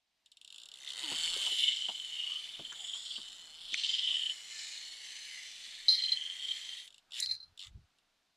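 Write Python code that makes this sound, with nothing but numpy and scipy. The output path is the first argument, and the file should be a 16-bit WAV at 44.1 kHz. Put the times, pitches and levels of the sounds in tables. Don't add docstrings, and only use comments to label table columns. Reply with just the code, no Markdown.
import sys
import numpy as np
from scipy import signal
from scipy.fft import rfft, irfft, next_fast_len
from scipy.io import wavfile
from scipy.ndimage import uniform_filter1d, map_coordinates

SR = 44100
rng = np.random.default_rng(int(sys.argv[2]) if len(sys.argv) > 2 else 0)


def wav_record(signal):
    frames = np.transpose(np.atleast_2d(signal))
    bounded = np.clip(frames, -1, 1)
    quanta = np.round(bounded * 32767).astype(np.int16)
    wavfile.write(sys.argv[1], SR, quanta)


N = 368805

# centre in Hz, width in Hz, gain in dB.
SPOOL_MODES = [(2794, 175, -5), (3350, 490, 1), (3448, 253, 7), (3740, 140, -0.5)]
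RIM_MODES = [(4023, 457, -4.5), (4538, 490, -7.5), (4803, 190, -7), (5520, 360, -11.5)]
SPRING_MODES = [(7020, 500, -0.5), (7890, 470, -3), (8600, 510, -7)]
SPRING_TIP_MODES = [(9240, 255, 4), (10080, 1450, -5), (12300, 3200, -14.5), (14360, 490, -13.5)]
# time in seconds, spool level in dB,
# lower bell against the spool in dB, pitch of that bell in Hz.
LINE_PULL = [(0.8, -49.5, -6, 3060), (1.12, -34.5, -4, 3030), (1.42, -35, -1.5, 3026), (1.66, -37, 3, 2952),
             (1.78, -45.5, 3.5, 3027), (2.06, -53, 2, 3000), (2.2, -51.5, 14.5, 2948),
             (2.5, -52.5, -2.5, 2995), (2.94, -42.5, -11, 3130), (3.02, -45.5, -15, 3117),
             (3.12, -41.5, -12, 3090), (3.3, -52, 0.5, 3020), (3.52, -53, -2, 3004), (3.66, -44, -9, 3045),
             (3.74, -39.5, -5, 3079), (4.11, -41, 3.5, 3029), (4.29, -54.5, 13.5, 3014),
             (4.35, -54.5, 1, 2952), (5.24, -56, 2, 2965), (5.84, -50.5, -9.5, 3000), (5.9, -49, 2, 3150),
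             (6.2, -56, 9, 3136), (6.5, -52.5, 5.5, 3149), (6.82, -54, -1, 3150), (6.89, -70, 3, 3150)]


def amp(db):
    return 10 ** (np.asarray(db) / 20)


def unit(x):
    return x / np.sqrt(np.mean(x ** 2) + 1e-20)


def curves(rows, outside=None):
    s, *cols = np.transpose(rows)
    return np.array([np.interp(np.arange(N) / SR, s, c, outside, outside) for c in cols])


def wobble(rate):
    return map_coordinates(rng.standard_normal(int(N * rate / SR) + 4), [np.arange(N) * rate / SR])


def swell(start, length, lean):
    u = np.clip((np.arange(N) / SR - start) / length, 0, 1)
    return np.sin(np.pi * u ** lean) ** 2


def even_hits(bouts, scatter_db):
    hits, chance = [], rng.standard_normal((len(bouts), 30))
    for (first, last, rate, first_db, last_db, *rest), scatter in zip(bouts, chance):
        count = round((last - first) * rate) + 1
        times, levels = np.linspace(first, last, count), np.linspace(first_db, last_db, count)
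        hits += [(s, db + scatter_db * z, *rest) for s, db, z in zip(times, levels, scatter)]
    return hits


def filtered(x, response):
    size = next_fast_len(N + SR // 2)
    return irfft(rfft(x, size) * response(np.fft.rfftfreq(size, 1 / SR)), size)[..., :N]


def resonant(x, modes):
    return filtered(x, lambda f: sum((-1) ** k * amp(db) * 1j * f * w / (hz * hz - f * f + 1j * f * w)
                                     for k, (hz, w, db) in enumerate(modes)))


def steep(x, modes):
    low, high = modes[0][0], modes[-1][0]
    band = [(np.sqrt(low * high), 1.6 * (high - low) + 600, 0)]
    return resonant(resonant(resonant(x, modes), band), band)


def hiss(spectrum):
    hz, db = np.transpose(spectrum)
    white = rng.standard_normal(N)
    return unit(filtered(white, lambda f: amp(np.interp(np.log(f + 1), np.log(hz + 1), db))))


def patchy(x, depth_db):
    spectra = signal.stft(x, nperseg=512)[2]
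    patches = uniform_filter1d(rng.standard_normal(spectra.shape), size=4, axis=0)
    patches = uniform_filter1d(patches, size=40, axis=1)
    return signal.istft(spectra * amp(depth_db * unit(patches)), nperseg=512)[1][:N]


def thud(hz, t60, q):
    t = np.arange(SR // 6) / SR
    b, a = signal.iirpeak(hz, q, SR)
    burst = amp(-60 * t / t60) * rng.standard_normal(len(t))
    burst = signal.lfilter(b, a, signal.lfilter(b, a, burst))
    return burst / np.abs(burst).max()


def chatter(blows, t60, tail_db, tail_t60):
    t = np.arange(SR // 10) / SR
    shape = (amp(-60 * t / t60) + amp(tail_db - 60 * t / tail_t60)) * (1 - np.exp(-t / 0.00029))
    return signal.fftconvolve(blows, shape)[:N] * rng.standard_normal(N)


def ringing(blows, pitch, t60):
    t = np.arange(SR // 8) / SR
    kicks = blows * np.exp(2j * np.pi * rng.random(N))
    rings = signal.fftconvolve(kicks, amp(-60 * t / t60) * (1 - np.exp(-t / 0.00039)) ** 2)[:N]
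    return unit(np.real(rings * np.exp(2j * np.pi * np.cumsum(pitch) / SR)))


def night_hiss():
    # frequency in Hz, relative level in dB.
    colour = [(18, -35), (30, -11), (108, -14.5), (126, -13.5), (576, -16), (656, -9), (1360, -15.5),
              (1520, -15), (1730, -11.5), (3880, -8), (15500, -31.5)]
    # time in seconds, level in dB.
    fade = [(0, -85.5), (.3, -80.5), (1.5, -65.5), (8.36, -79)]
    mid = amp(curves(fade)[0]) * hiss(colour)
    side = amp(-92) * hiss(colour)
    return np.array([mid + side, mid - side])


def wind():
    # start in seconds, length in seconds, level in dB.
    puffs = [(7.257, 0.17, -66.5), (7.397, 0.17, -70), (7.644, 0.24, -55)]
    # frequency in Hz, relative level in dB.
    colour = [(12, -41.5), (20, -10), (75, 0), (114, -7), (203, -23), (230, -31.5), (400, -32.5),
              (520, -71), (880, -120)]
    gusts = sum(amp(db) * swell(s, length, lean=0.71) for s, length, db in puffs)
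    flutter = amp(4.5 * wobble(30))
    return gusts * unit(flutter * hiss(colour))


def clothes():
    # time in seconds, rustle in dB, rumble in dB.
    movement = [(0.3, -110, -102), (0.54, -77.5, -87), (0.78, -75, -88), (1.01, -59.5, -78),
                (1.2, -59, -67.5), (1.44, -57, -73), (1.62, -72, -81.5), (2.4, -73, -86), (2.65, -70, -74),
                (2.78, -71, -81), (3.74, -71, -76), (4.21, -70.5, -84), (5.69, -73.5, -80),
                (6.69, -71.5, -81.5), (7.0, -84, -89), (7.184, -70, -89), (7.374, -79, -85),
                (8.36, -89, -90.5)]
    # frequency in Hz, relative level in dB.
    cloth_colour = [(88, -32), (150, -9.5), (286, -11.5), (369, -3), (985, 0.5), (1080, 0.5), (1600, 3.5),
                    (2080, -20), (3520, -120)]
    rumble_colour = [(12, -28), (20, 10.5), (38, -12.5), (91, -13), (226, -9), (300, -7.5), (390, -34.5),
                     (660, -120)]
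    rustle, rumble = amp(curves(movement))
    return rustle * patchy(hiss(cloth_colour), depth_db=1.0) + rumble * hiss(rumble_colour)


def steps_and_tackle():
    # start in seconds, peak in dB, centre in Hz, t60 in seconds, thump in dB.
    knocks = [(1.116, -38.5, 850, 0.08, -43.5), (1.333, -43.5, 1324, 0.06, -72),
              (1.363, -41.5, 390.5, 0.054, -78), (1.466, -43, 820, 0.096, -68),
              (1.519, -50, 380, 0.09, -64), (1.884, -37.5, 790, 0.1, -53.5),
              (2.593, -42, 617, 0.056, -44.5), (2.719, -42, 1396, 0.08, -61),
              (2.753, -61, 774.7, 0.0538, -69), (2.946, -53, 1050, 0.13, -83),
              (3.182, -49.5, 1303, 0.09, -52), (3.726, -61, 297, 0.051, -55.5),
              (4.289, -77, 713, 0.06, -66)]
    # start in seconds, peak in dB, centre in Hz.
    snaps = [(2.726, -38, 6300), (3.7428, -19.5, 2516), (3.7408, -25.5, 6023), (7.2008, -23, 5670),
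             (7.204, -24.5, 8560), (7.26, -25, 4172)]
    out = np.zeros(N + SR)
    for s, db, hz, t60, thump_db in knocks:
        knock = amp(db) * thud(hz, t60, q=1.42) + amp(thump_db) * thud(hz=248, t60=0.11, q=0.9)
        out[round(s * SR):][:len(knock)] += knock
    for s, db, hz in snaps:
        snap = amp(db) * thud(hz, t60=0.013, q=3.2)
        out[round(s * SR):][:len(snap)] += snap
    return out[:N]


def creak():
    # time in seconds, pitch in Hz, level in dB.
    glide = [(1.03, 336.6, -79), (1.04, 332, -51), (1.07, 296, -56.5), (1.11, 274, -53), (1.125, 290, -99)]
    pitch, db = curves(glide)[0], curves(glide, outside=-140)[1]
    phase = 2 * np.pi * np.cumsum(pitch) / SR
    return amp(db) * (np.sin(phase) + amp(-14) * np.sin(2 * phase) + amp(-3) * np.sin(3 * phase))


def rod_tremble():
    # first and last time in seconds, jolts a second, first and last dB.
    bouts = [(1.038, 1.323, 24.5, -35, -45), (1.416, 1.4506, 29, -29, -29), (1.5136, 1.5888, 13, -54, -30),
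             (1.6322, 1.8088, 22.6, -22, -30.5), (1.8427, 1.8821, 25, -23.5, -27),
             (1.948, 2.13, 22, -31, -41), (2.1909, 2.2653, 27, -41, -32.5),
             (2.311, 2.3555, 45, -29.5, -31.5), (2.3892, 2.591, 20, -39, -38),
             (2.6473, 2.6953, 21, -32.5, -32.5), (2.74, 2.794, 18, -48, -44),
             (2.8439, 2.9344, 22, -35, -26.5), (3.0583, 3.1543, 21, -43, -32.5),
             (3.214, 3.2644, 20, -53, -57), (3.7182, 3.8378, 16.7, -43, -25),
             (3.888, 4.0332, 20.6, -25, -28), (4.0701, 4.2944, 26.7, -24.5, -26),
             (5.9938, 6.2976, 23, -28.5, -30), (6.3928, 6.5094, 34, -35.5, -29.5),
             (6.56, 6.6867, 24, -47, -43), (6.7261, 6.8099, 24, -36, -54)]
    rise_s, lead_s = 0.01, 0.0046
    u = np.arange(SR // 8) / SR / rise_s
    s, db = np.transpose(even_hits(bouts, scatter_db=1.0))
    at = np.round(s * SR).astype(int) - round(lead_s * SR)
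    return signal.fftconvolve(np.bincount(at, amp(db), N), (u * np.exp(1 - u)) ** 2)[:N]


def lower_bell(blows, jolts):
    free_share = 0.63
    _, against_spool_db, pitch = curves(LINE_PULL)
    db = curves(LINE_PULL, outside=-140)[0] + against_spool_db
    free = ringing(blows, pitch + 35 * wobble(40), t60=0.035)
    muffled = ringing(blows, pitch + 70, t60=0.013)
    note = np.sqrt(free_share) * free + np.sqrt(1 - free_share) * muffled
    return resonant((amp(db) + amp(-9.5) * jolts) * note, modes=[(3144, 700, 0.0095)])


def higher_bell():
    # start in seconds, strength in dB.
    strikes = [(5.8827, -7.5), (5.888, -15.5), (5.901, -19), (5.9093, -16), (5.9244, -17), (5.9447, -16),
               (5.9634, -23.5), (5.9844, -26), (6.0188, -22.5), (6.036, -27.5), (6.054, -23.5),
               (6.0886, -29.5), (6.118, -17.5), (6.1604, -43), (7.2042, -27.5), (7.2242, -19),
               (7.2293, -24), (7.2665, -30), (7.288, -28), (7.3104, -19), (7.3502, -38), (7.401, -41.5),
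               (7.427, -40.5)]
    # frequency in Hz, relative level in dB, t60 in seconds.
    modes = [(3860, -3.5, 0.035), (4120, 0.5, 0.099), (4040, -15.5, 0.11), (9940, -38, 0.16),
             (10500, -37.5, .12)]
    # centre in Hz, width in Hz, gain in dB.
    rasp_bands = [(3700, 220, -11.5), (4177, 78, 9), (4930, 430, -9), (5780, 580, -15)]
    scatter_db, attack_s = 2.5, 0.003
    out, blows, t = np.zeros(N + SR), np.zeros(N), np.arange(SR // 3) / SR
    for s, db in strikes:
        ring = sum(amp(level + rng.normal(0, scatter_db) - 60 * t / t60)
                   * np.sin(2 * np.pi * (hz * t + rng.random())) for hz, level, t60 in modes)
        out[round(s * SR):][:len(t)] += amp(db - 3.5) * ring * (1 - np.exp(-t / attack_s))
        blows[round(s * SR)] = amp(db)
    rasp = chatter(blows, t60=0.07, tail_db=-10, tail_t60=0.28)
    return out[:N] + amp(-4) * steep(rasp, rasp_bands)


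def drag_ticks():
    # start in seconds, strength in dB.
    singles = [(0.2592, -41), (0.3166, -38), (0.3695, -40), (0.413, -36.5), (0.4463, -35.5), (0.476, -35.5),
               (0.5023, -36), (0.5244, -34.5), (0.5432, -36), (0.5594, -37.5), (0.5809, -32),
               (0.599, -36.5), (0.616, -36), (0.6333, -36), (0.6559, -32.5), (0.686, -34), (0.715, -34),
               (0.7385, -34), (6.8757, -37), (6.9034, -45), (6.9242, -45), (6.943, -41), (6.9594, -52),
               (6.98, -41.5), (7.5748, -38), (7.667, -35), (7.9848, -53)]
    # first and last time in seconds, clicks a second, first and last dB,
    # extra drive of the spring in dB.
    rolls = [(0.756, 0.846, 66, -36.5, -38, -4), (0.8614, 0.8733, 84, -31, -30, -16),
             (0.8881, 0.9323, 68, -27, -29.5, -9), (7.1067, 7.1324, 78, -39, -31.5, -10.5),
             (7.1404, 7.1899, 121, -34, -26, -21.5), (7.5921, 7.6454, 94, -33, -36.5, -14)]
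    single_spring_db = -7
    hits = [(s, db, single_spring_db) for s, db in singles] + even_hits(rolls, scatter_db=2.0)
    s, db, spring_db = np.transpose(hits)
    at = np.round(s * SR).astype(int)
    body = chatter(np.bincount(at, amp(db), N), t60=0.0081, tail_db=-12.5, tail_t60=0.075)
    spring = chatter(np.bincount(at, amp(db + spring_db), N), t60=0.0084, tail_db=-16.5, tail_t60=0.085)
    return (amp(7.5) * (steep(body, SPOOL_MODES) + steep(body, RIM_MODES))
            + amp(6.0) * steep(body, modes=[(3000, 380, 0)])
            + amp(8.5) * steep(spring, SPRING_MODES) + amp(-1) * steep(spring, SPRING_TIP_MODES))


def spool_teeth():
    # time in seconds, clicks a second.
    spin = [(0.76, 68), (0.93, 72.6), (1.0, 135), (1.35, 179), (1.62, 257), (2.29, 314), (2.6, 241),
            (3.25, 209), (3.52, 150), (4.08, 297), (5.66, 345), (5.9, 260), (6.34, 280), (6.55, 394),
            (6.87, 330)]
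    rate, = curves(spin)
    passing = np.flatnonzero(np.diff(np.floor(np.cumsum(rate) / SR)))
    jitter, size = rng.standard_normal((len(passing), 2)).T
    at = np.clip(passing + 0.05 * jitter * SR / rate[passing], 0, N - 1).astype(int)
    return np.bincount(at, amp(1.9 * size), N)


def buzz_flares(blows):
    # start and length in seconds, first and last Hz, level in dB, t60 in seconds.
    flares = [(1.45, 0.38, 2280, 2100, -50.5, 0.035), (1.55, 0.64, 4280, 4200, -63, 0.026),
              (2.68, 0.53, 7100, 7050, -57, 0.011), (2.8, 0.5, 7600, 8500, -59.5, 0.0045),
              (3.0, .25, 4530, 4570, -49.5, 0.0076), (3.7, .35, 4500, 5040, -45.5, 0.0095),
              (3.75, .27, 6820, 7180, -53, 0.0056), (4.4, .5, 7390, 6700, -56, 0.005),
              (4.5, 0.53, 4120, 4363, -51.5, 0.029), (4.4, .32, 1784, 1762, -58.5, 0.045),
              (5.15, 0.38, 2054, 2055, -53.5, 0.023), (1.001, 0.43, 8000, 7660, -48, .004),
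              (2.1, 0.37, 1030, 1270, -66.5, .02), (2.72, 0.16, 770, 756, -66, .03),
              (4.019, .2, 720, 690.3, -70, .03), (4.05, .13, 1140, 1140, -68.5, .03),
              (7.58, 0.12, 1100, 1290, -71.5, .015)]
    t, out = np.arange(N) / SR, np.zeros(N)
    for s, length, first_hz, last_hz, db, t60 in flares:
        pitch = np.interp(t, [s, s + length], [first_hz, last_hz])
        out += amp(db) * swell(s, length, lean=1.45) * ringing(blows, pitch, t60)
    return out


def drag_buzz(blows, jolts):
    # centre in Hz, width in Hz, gain in dB.
    frame_modes = [(1707, 280, 3), (2410, 630, 8.5)]
    # time in seconds, then rim, frame, spring in dB.
    facing = [(0.7, -77, -72, -79), (0.82, -58, -50, -68), (0.95, -44.5, -51, -45.5),
              (1.11, -39, -47.5, -43), (1.44, -40, -47.5, -46), (1.68, -44.5, -51, -52),
              (1.95, -52.5, -62, -57), (2.19, -53.5, -58.5, -58.5), (2.6, -56.5, -62, -66.5),
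              (2.85, -53, -66, -51.5), (3.12, -49, -65.5, -57), (3.46, -55.5, -63.5, -61.5),
              (3.7, -50, -67, -61.5), (3.76, -42.5, -52, -53.5), (3.92, -45, -53, -57.5),
              (4.22, -50, -60, -56), (4.48, -53.5, -58.5, -57.5), (4.6, -45, -55.5, -52.5),
              (4.82, -50.5, -53.5, -60), (4.9, -54, -60.5, -60), (5.1, -51, -54, -61.5),
              (5.87, -55.5, -57.5, -59.5), (6.09, -54.5, -53, -58.5), (6.82, -54.5, -60, -61.5),
              (6.89, -75, -71, -71)]
    # time in seconds, level in dB.
    sizzle = [(0.7, -88), (0.82, -63), (1.1, -52.5), (1.63, -55), (1.73, -68), (4.04, -70), (4.19, -67.5),
              (5.87, -70.5), (5.93, -58.5), (6.02, -68.5), (6.87, -70), (6.89, -79)]
    # start and length in seconds, then frame, rim, spring, tip in dB.
    spurts = [(7.101, 0.19, -52.5, -67, -52, -59.5), (7.249, 0.13, -60, -62, -65.5, -68),
              (7.564, 0.15, -67, -77, -65, -80)]
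    rim, frame, spring = amp(curves(facing, outside=-140))
    tip = amp(curves(sizzle, outside=-140)[0])
    spool = amp(curves(LINE_PULL, outside=-140)[0])
    pulls = sum(amp(levels)[:, None] * swell(s, length, lean=1.19) for s, length, *levels in spurts)
    frame, rim, spring, tip = np.array([frame, rim, spring, tip]) + pulls
    throb = jolts / (uniform_filter1d(jolts, size=SR // 10) + amp(-51.5))

    clicks = chatter(blows, t60=0.011, tail_db=-17, tail_t60=0.059)
    fizz = chatter(blows, t60=0.012, tail_db=-13, tail_t60=0.05)
    frame_hz = 2090 + 110 * wobble(5)
    rim_hz = 4260 + 90 * wobble(4)
    frame_ring = (0.67 * unit(steep(clicks, frame_modes)) + 0.46 * ringing(blows, frame_hz, t60=0.023)
                  + 0.5 * unit(steep(clicks, modes=[(6130, 600, 0)])))
    rim_ring = 0.76 * unit(steep(clicks, RIM_MODES)) + 0.45 * ringing(blows, rim_hz, t60=0.033)
    buzz = (frame * frame_ring
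            + spool * (0.65 + 0.3 * throb) * unit(steep(clicks, SPOOL_MODES))
            + rim * (0.87 + 0.11 * throb) * rim_ring
            + spring * (0.91 + 0.17 * throb) * unit(steep(clicks, SPRING_MODES))
            + tip * unit(steep(fizz, SPRING_TIP_MODES)))
    return patchy(buzz, depth_db=2.5)


def scene():
    blows, jolts = spool_teeth(), rod_tremble()
    run = drag_buzz(blows, jolts) + buzz_flares(blows) + lower_bell(blows, jolts)
    rod = run + drag_ticks() + higher_bell()
    angler = steps_and_tackle() + creak() + clothes()
    return rod + angler + wind() + night_hiss()


def record(dry):
    cutoff_hz = 15300
    return filtered(dry, lambda hz: 1 / (1 + (hz / cutoff_hz) ** 120))


dry = scene()
out = record(dry)
wav_record(out)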